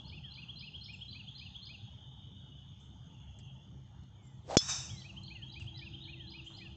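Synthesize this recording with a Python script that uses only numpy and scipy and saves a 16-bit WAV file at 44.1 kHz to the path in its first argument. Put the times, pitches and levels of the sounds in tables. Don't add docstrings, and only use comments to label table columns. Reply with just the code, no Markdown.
import sys
import numpy as np
from scipy import signal
from scipy.io import wavfile
from scipy.ndimage import uniform_filter1d

SR = 44100
rng = np.random.default_rng(int(sys.argv[2]) if len(sys.argv) > 2 else 0)


def voltage_ratio(level):
    return 10 ** (np.asarray(level, float) / 20)


def to_wav(s):
    ch = np.atleast_2d(s).T
    pcm = np.round(np.clip(ch, -1, 1) * 32767)
    wavfile.write(sys.argv[1], SR, pcm.astype(np.int16))


N = 298303
TIME = np.arange(N) / SR

IMPACT_S, CONTACT_S, BLOW_DB = 4.5688, .00192, -5.5
# (frequency [Hz], level [dB], t60 [s])
HEAD_MODES = [(3433, -24, .13), (4090, -29.5, 0.067), (4380, -28.5, 0.08), (4660, -25, 0.045),
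              (5160, -24, .2), (5500, -24, 0.078), (5660, -14.5, .03), (6100, -29, .06),
              (5900, -39.5, 0.28), (6260, -26, 0.065), (6780, -21, .05), (6740, -36, 0.029),
              (7840, -45, 0.064), (8300, -53, 0.014)]
# (time after impact [s], factor [1])
HEAD_DOPPLER = [(0, .997), (.03, 1.002), (.06, 1.03), (.1, 1.06), (.3, 1.07)]
# (time after impact [s], factor [1])
TREE_DOPPLER = [(0, 1.1), (.012, 1.075), (.03, 1.04), (.06, 1.0), (.3, 1.0)]
WOBBLE_DB, WOBBLE_HZ = 3.5, 120
BUSHES_S, BUSHES_DB = 0.044, -7.5
TREE_LINE_S, TREE_LINE_DB, TREE_DEPTH_S = 0.13, -12, 0.014
WOOD_DB, WOOD_T60_S = 1.5, 0.65

# (time [s], head speed [m/s])
SWING = [
    (4.43, 17),
    (4.47, 24.7),
    (4.49, 31.3),
    (4.51, 38.5),
    (4.53, 37),
    (4.55, 40.3),
    (4.568, 43.5),
]
IMPACT_SPEED_M_S, STROUHAL, SHAFT_M = 45, .2, .011
SHAFT_DB, SHAFT_POWER, HEAD_DB, HEAD_POWER = -31, 5.34, -42, 5.3

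# (middle [s], effort [dB], end pitch [Hz])
RISES = [(-.008, -0.5, 3300), (0.249, -2.5, 3307), (0.497, 0, 3337), (.751, 0, 3310), (1.021, -0.5, 3327),
         (1.285, -2.5, 3404), (1.559, -2, 3390), (4.905, -5.5, 3390), (5.176, -3, 3190),
         (5.432, -1.5, 3260), (5.681, -3.5, 3304), (5.944, -3, 3220), (6.208, -4, 3275),
         (6.474, -2.5, 3220)]
# (flick top [s], effort [dB], flutter [Hz], top [Hz])
FLICKS = [(0.086, -7, 4280, 5150), (0.344, -5, 4134, 4830), (.597, -2, 4130, 5090), (0.847, -2, 4205, 5370),
          (1.117, -2.5, 4055, 4670), (1.385, -3.5, 4144, 4940), (1.658, -3.5, 4204, 4950),
          (5.006, -6.5, 4000, 4650), (5.268, -4.5, 4200, 4570), (5.529, -5, 3920, 4860),
          (5.781, -3, 3970, 5116), (6.042, -2.5, 3770, 4240), (6.308, -5.5, 4080, 5050),
          (6.574, -6.5, 4135, 5020)]
# (middle of low rise [s], effort [dB], pitch factor [1])
CLOSINGS = [(0.139, -1.5, 1.0), (.392, 1, 1.007), (0.641, 2, 1.026), (0.903, 2.5, 0.99), (1.166, 1, 1.013),
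            (1.427, 0, 1.024), (1.709, 0, 1.003), (5.062, 0, 1.01), (5.322, 2.5, 1.01), (5.575, 2.5, 1.0),
            (5.832, 1.5, 0.98), (6.097, 0.5, .99), (6.357, 1.5, 1.003), (6.625, 0, 1)]
# (time [s], effort [dB], pitch factor [1])
LONE_FALL = (4.797, -4, 0.99)
# (middle after the row's time [s], length [s], start, middle, end pitch / row pitch [1])
LOUD_RISE, FLUTTER = (0, .02, .865, .96, 1.005), (-.027, .022, .97, 1.0, 1.015)
LOW_RISE, FALL = (-.004, .024, .9, .975, 1.01), (.039, .019, 1.04, 1.0, .935)
LOW_RISE_HZ, FALL_HZ = 2538, 2783
LOUD_RISE_DB, FLUTTER_DB, LOW_RISE_DB, FALL_DB = -41.5, -47.5, -49.5, -48
PLUNGE_S, PLUNGE_END_HZ, TOP_DB, PLUNGE_DB = .021, 3017, -53, -46.5

# (time [s], length [s], start pitch [Hz], level [dB])
WHISTLES = [
    (0.232, 0.084, 2010, -67),
    (4.163, 0.26, 2353, -74.5),
    (4.857, 0.041, 3160, -59),
    (4.886, 0.19, 2400, -64),
    (5.348, .11, 2170, -65),
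    (5.752, 0.12, 2120, -65.5),
    (6.163, .13, 2100, -66),
    (6.586, 0.11, 2140, -63.5),
]
SAG_MIDDLE, SAG_END = .865, .765
# (time [s], length [s], pitch [Hz], level [dB])
PEEPS = [
    (.925, .031, 7410, -70.5),
    (4.225, 0.062, 7280, -72),
]

# (time [s], peak [dB], low
# edge [Hz], high edge [Hz], t60 [s])
RUSTLES = [(2.8, -76, 5700, 7700, 0.49), (6.443, -72, 5900, 6860, 0.93), (6.452, -72.5, 6860, 7500, 0.85),
           (3.387, -61.5, 6500, 7560, 0.054), (3.388, -58.5, 4840, 4880, 0.061),
           (3.388, -62, 5450, 5540, 0.056), (3.39, -64.5, 1510, 4500, 0.077),
           (4.035, -68, 2500, 7500, 0.018), (4.254, -61, 1200, 5950, 0.0099),
           (4.607, -47, 1110, 2750, 0.045), (5.234, -52, 3500, 7960, 0.0058), (5.597, -59, 910, 7500, 0.08),
           (5.621, -59, 920, 7350, .06), (5.642, -65, 900, 7400, 0.057), (5.665, -68, 920, 7450, 0.062),
           (6.5, -65.5, 400, 1440, 0.57)]

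# (time [s], level [dB], centre [Hz])
CHOIR = [(0, -58, 3105), (.8, -63.5, 3213), (1.6, -59.5, 3378), (2.6, -61.5, 3280), (3.0, -66.5, 3220),
         (3.5, -63, 3050), (3.8, -73, 3254), (5.2, -76, 3256), (6.0, -60, 3333), (6.76, -63, 3240)]
SHRILL_DB, SURGE_S = -85, 0.51
# (time [s], swell [dB])
SURGES = [
    (1.5, 7),
    (3.2, 6),
    (5.3, 8),
]

# (frequency [Hz], level [dB per Hz])
AIR = [(15, -61.5), (25, -36), (48, -15), (100, 5.5), (135, 1.5), (200, -5), (340, -18.5), (600, -30.5),
       (1270, -29), (2170, -37.5), (3290, -35.5), (4500, -41.5), (6520, -41), (8530, -65.5)]
# (frequency [Hz], width [Hz], level [dB])
HUM = [(69.6, 14, -6.5), (101.8, 13, -7.5), (130.3, 17, -3.5), (190.2, 14, -14), (647.6, 160, -26.5),
       (852, 130, -20.5)]
# (time [s], rumble level [dB])
ENGINES = [(0, -49), (.4, -55), (1.1, -55.5), (1.9, -54.5), (2.2, -53.5), (2.75, -57), (3.35, -51.5),
           (3.6, -54), (4.3, -56), (5.1, -50.5), (5.45, -53), (5.7, -49.5), (6.15, -53.5), (6.76, -51)]
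# (time [s], whine level [dB])
MOTOR = [
    (0, -77),
    (1, -86),
    (4.6, -82),
    (4.9, -70.5),
    (5.55, -69),
    (5.75, -64.5),
    (6.15, -62),
    (6.76, -65.5),
]
GUST_DB, WANDER, GUSTY_ABOVE_HZ = 3.3, .05, 500

DUCK_DB, LOOK_AHEAD_S, RELEASE_S = -30.5, 0.015, .026


def evened(x):
    return x / np.sqrt(np.mean(x ** 2) + 1e-20)


def curve(rows, column):
    rows = np.array(rows)
    return np.interp(TIME, rows[:, 0], rows[:, column])


def add(mix, s, sound):
    part = mix[round(s * SR):][:len(sound)]
    part += sound[:len(part)]


def band(x, low_hz, high_hz, order=2):
    return signal.sosfilt(signal.butter(order, [low_hz, high_hz], "band", fs=SR, output="sos"), x)


def resonate(x, hz, width_hz):
    turn = np.exp(2j * np.pi * np.cumsum(hz * np.ones(len(x))) / SR)
    r = np.exp(-np.pi * width_hz / SR)
    once = signal.lfilter([1 - r], [1, -r], x / turn)
    twice = signal.lfilter([1 - r], [1, -r], once)
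    return evened((turn * twice).real)


def scatter(level_db):
    taps = np.zeros(len(level_db))
    at = np.arange(0, len(taps) - 16, 16)
    taps[at + rng.integers(0, 16, len(at))] = rng.choice([-1., 1.], len(at))
    return taps * voltage_ratio(level_db) / np.sqrt(SR / 16 / 20)


def strike():
    out, t = np.zeros(N), np.arange(round(.7 * SR)) / SR
    ring_t = t[:SR // 4]
    pulse = -voltage_ratio(BLOW_DB) * np.sin(np.pi * np.minimum(t / CONTACT_S, 1)) ** 2
    blow = signal.sosfilt(signal.butter(2, 95, "high", fs=SR, output="sos"), pulse)
    add(out, IMPACT_S, blow)
    add(out, IMPACT_S, ring(np.interp(ring_t, *np.transpose(HEAD_DOPPLER))))

    toward = np.interp(ring_t, *np.transpose(TREE_DOPPLER))
    sent = sum(ring(toward * bearing) for bearing in (.985, 1., 1.02))
    sent -= .65 * band(sent, 1300, 3100, order=1)
    add(out, IMPACT_S, voltage_ratio(-13.5) * signal.fftconvolve(sent, scatter(trees(t))))

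    trunks = scatter(-24 - 60 * t / 2.1 - 30 * np.exp(-(t / 0.12) ** 3))
    add(out, IMPACT_S, signal.fftconvolve(band(blow[:SR // 4], 650, 2200), trunks))
    return out


def ring(factor):
    t = np.arange(SR // 4) / SR
    bent_s = np.cumsum(factor * np.ones(len(t))) / SR
    wobble = [evened(band(row, 24, WOBBLE_HZ, order=1)) for row in rng.standard_normal((3, len(t)))]
    wobble_db = WOBBLE_DB * np.minimum(t / 0.049, 1)
    modes = np.zeros(len(t))
    for k, (hz, db, t60) in enumerate(HEAD_MODES):
        level = voltage_ratio(db - 60 * t / t60 + wobble_db * wobble[k % 3])
        modes += level * np.sin(2 * np.pi * (hz * bent_s + rng.random()))
    crack = evened(band(rng.standard_normal(len(t)), 1200, 4000, order=1)) * voltage_ratio(-18 - 60 * t / 0.013)
    crowd = evened(band(rng.standard_normal(len(t)), 4000, 8400))
    crowd *= voltage_ratio(-25 - 60 * t / 0.0056) + voltage_ratio(-39.5 - 60 * t / 0.12)
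    return modes * (1 - np.exp(-t / 0.0015)) + crack + crowd


def trees(t):
    front = np.exp(-((t - TREE_LINE_S) / TREE_DEPTH_S) ** 2)
    behind = np.where(t < TREE_LINE_S, front, voltage_ratio(-60 * (t - TREE_LINE_S) / WOOD_T60_S))
    bushes = np.minimum(t / BUSHES_S, 1) ** 2.5 * (t < TREE_LINE_S)
    echo = voltage_ratio(BUSHES_DB) * bushes + voltage_ratio(TREE_LINE_DB) * front + voltage_ratio(WOOD_DB) * behind
    return 20 * np.log10(echo + 1e-9)


def swing():
    on = (TIME > SWING[0][0]) & (TIME < SWING[-1][0])
    speed = curve(SWING, 1)
    share = speed / IMPACT_SPEED_M_S
    shaft = resonate(rng.standard_normal(N), STROUHAL * speed / SHAFT_M, 320)
    head = evened(band(rng.standard_normal(N), 900, 6300, order=1))
    return on * (voltage_ratio(SHAFT_DB) * share ** SHAFT_POWER * shaft + voltage_ratio(HEAD_DB) * share ** HEAD_POWER * head)


def birds():
    song = np.zeros(N)
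    near_bird(song)
    far_birds(song)
    t = np.arange(SR // 2) / SR
    bushes = scatter(-9 - 60 * t / 0.61 - 30 * np.exp(-t / 0.0014))
    echoes = signal.oaconvolve(song, bushes)[:N]
    return song + echoes + voltage_ratio(8.0) * band(echoes, 3120, 8000)


def near_bird(song):
    for s, effort_db, hz in RISES:
        note(song, s, hz, LOUD_RISE_DB + effort_db, LOUD_RISE)
    for s, effort_db, flutter_hz, top_hz in FLICKS:
        note(song, s, flutter_hz, FLUTTER_DB + effort_db, FLUTTER, flutter=0.54)
        sweep = flick(top_hz, PLUNGE_S, PLUNGE_END_HZ, TOP_DB + effort_db, PLUNGE_DB + effort_db)
        add(song, s - .0135, sweep)
    for s, effort_db, factor in CLOSINGS:
        note(song, s, factor * LOW_RISE_HZ, LOW_RISE_DB + effort_db, LOW_RISE)
        note(song, s, factor * FALL_HZ, FALL_DB + effort_db, FALL)
    s, effort_db, factor = LONE_FALL
    note(song, s, factor * FALL_HZ, FALL_DB + effort_db, FALL)


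def far_birds(song):
    for s, length_s, hz, db in WHISTLES:
        sound = whistle(length_s, hz, SAG_MIDDLE * hz, SAG_END * hz, db, .3, flutter=.3)
        add(song, s, sound * voltage_ratio(np.linspace(3, -7, len(sound))))
    for s, length_s, hz, db in PEEPS:
        add(song, s, whistle(length_s, hz, 1.006 * hz, .99 * hz, db, .4))


def note(song, s, hz, db, shape, flutter=0.):
    after_s, length_s, *pitch = shape
    lead_s = .007
    start_s = s + after_s - length_s / 2 - lead_s
    sound = whistle(length_s, *(hz * np.array(pitch)), db, 1.0, lead_s=lead_s, flutter=flutter)
    add(song, max(start_s, 0), sound[max(round(-start_s * SR), 0):])


def whistle(length_s, start_hz, middle_hz, end_hz, db, edge, lead_s=0., flutter=0.):
    u = np.arange(-lead_s, length_s + lead_s, 1 / SR) / length_s
    hz = np.polyval(np.polyfit([0, .5, 1], [start_hz, middle_hz, end_hz], 2), u)
    swell = np.sin(np.pi * np.linspace(0, 1, len(u)) ** 1.24) ** edge
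    shake = 1 + flutter * np.sin(2 * np.pi * (90 * u * length_s + rng.random()))
    return sing(hz, voltage_ratio(db) * swell * shake)


def flick(top_hz, fall_s, end_hz, top_db, fall_db, rise_s=0.013):
    t = np.arange(-rise_s, fall_s, 1 / SR)
    rise_hz = top_hz + 1000 * np.minimum(t, 0) / rise_s
    plunge_hz = end_hz + (top_hz - end_hz) * np.cos(np.pi / 2 * np.maximum(t, 0) / fall_s) ** 2.5
    level_db = np.interp(t, [-rise_s, 0, .3 * fall_s, .45 * fall_s, .7 * fall_s, fall_s],
                         [top_db - 8, top_db, top_db - 12, fall_db - 11, fall_db, fall_db - 3])
    return sing(np.where(t < 0, rise_hz, plunge_hz), voltage_ratio(level_db + 5.5) * signal.windows.tukey(len(t), .25))


def sing(hz, level):
    return level * np.sin(2 * np.pi * (np.cumsum(hz) / SR + rng.random()))


def rustles():
    out, t = np.zeros(N), np.arange(SR // 3) / SR
    for s, db, low_hz, high_hz, t60 in RUSTLES:
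        burst = evened(band(rng.standard_normal(len(t)), low_hz, high_hz))
        add(out, s, voltage_ratio(db - 60 * t / t60) * burst)
    return out


def insects():
    clicks = rng.standard_normal((8, N)) * (rng.random((8, N)) < 1500 / SR)
    drift = [evened(band(row, 0.3, 1.5, order=1)) for row in rng.standard_normal((15, N))]
    centre_hz = curve(CHOIR, 2)
    strands = np.zeros(N)
    for k, offset_hz in enumerate(np.linspace(-330, 350, 7)):
        strand = resonate(clicks[k], centre_hz + offset_hz + 35 * drift[k + 7], 100)
        strands += voltage_ratio(2.0 * drift[k]) * strand

    throb = evened(band(rng.standard_normal(N), 7.4, 12))
    surge_db = sum(db * np.exp(-((TIME - s) / SURGE_S) ** 2) for s, db in SURGES)
    high = resonate(clicks[7], 6480 + 40 * drift[14], 380)
    return evened(strands) * voltage_ratio(curve(CHOIR, 1)) + high * voltage_ratio(SHRILL_DB + surge_db + 1.9 * throb)


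def air():
    frames, hz = N // 512 + 5, np.fft.rfftfreq(2048, 1 / SR)
    a, b, patches = rng.standard_normal((frames, 1025, 3)).T
    patches = evened(uniform_filter1d(uniform_filter1d(patches, 16, 0), 8, 1))
    table_hz, table_db = np.transpose(AIR)
    level_db = np.interp(np.log(hz + 1), np.log(table_hz), table_db)
    z = (a + 1j * b) * voltage_ratio(level_db[:, None] + 3.34 * patches)
    return voltage_ratio(-54) * evened(signal.istft(z, nperseg=2048, noverlap=1536)[1][:N])


def engines():
    gust = [evened(band(row, 1.5, 7, order=1)) for row in rng.standard_normal((2, N))]
    bend = [evened(band(row, 1.5, 7, order=1)) for row in rng.standard_normal((2, N))]
    hum = np.zeros(N)
    for k, (hz, width_hz, db) in enumerate(HUM):
        gusty = hz > GUSTY_ABOVE_HZ
        track_hz = hz * (1 + gusty * WANDER * bend[k % 2])
        level = voltage_ratio(db + gusty * GUST_DB * (gust[k % 2] - .5))
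        hum += level * resonate(rng.standard_normal(N), track_hz, width_hz)
    return voltage_ratio(curve(ENGINES, 1)) * hum


def motor():
    jitter_hz = 2.2 * evened(band(rng.standard_normal(N), 1.5, 8))
    whine = np.sqrt(2) * sing(334 + jitter_hz, 0.94)
    return voltage_ratio(curve(MOTOR, 1)) * (whine + .5 * resonate(rng.standard_normal(N), 310, 75))


def limiter():
    t = TIME - IMPACT_S
    dive = np.clip(1 + t / LOOK_AHEAD_S, 0, 1)
    return voltage_ratio(DUCK_DB * np.where(t < 0, dive, np.exp(-abs(t) / RELEASE_S)))


def scene():
    surroundings = swing() + birds() + rustles() + insects() + air() + engines() + motor()
    return (strike() + limiter() * surroundings)[None]


def band_limit(x):
    return signal.sosfilt(signal.butter(12, 8680, fs=SR, output="sos"), x)


def record(dry):
    cut = signal.sosfilt(signal.cheby1(10, .5, 8000, fs=SR, output="sos"), dry)
    hiss = voltage_ratio(-91) * rng.standard_normal(dry.shape)
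    return band_limit(cut + hiss)


dry = scene()
out = record(dry)
to_wav(out)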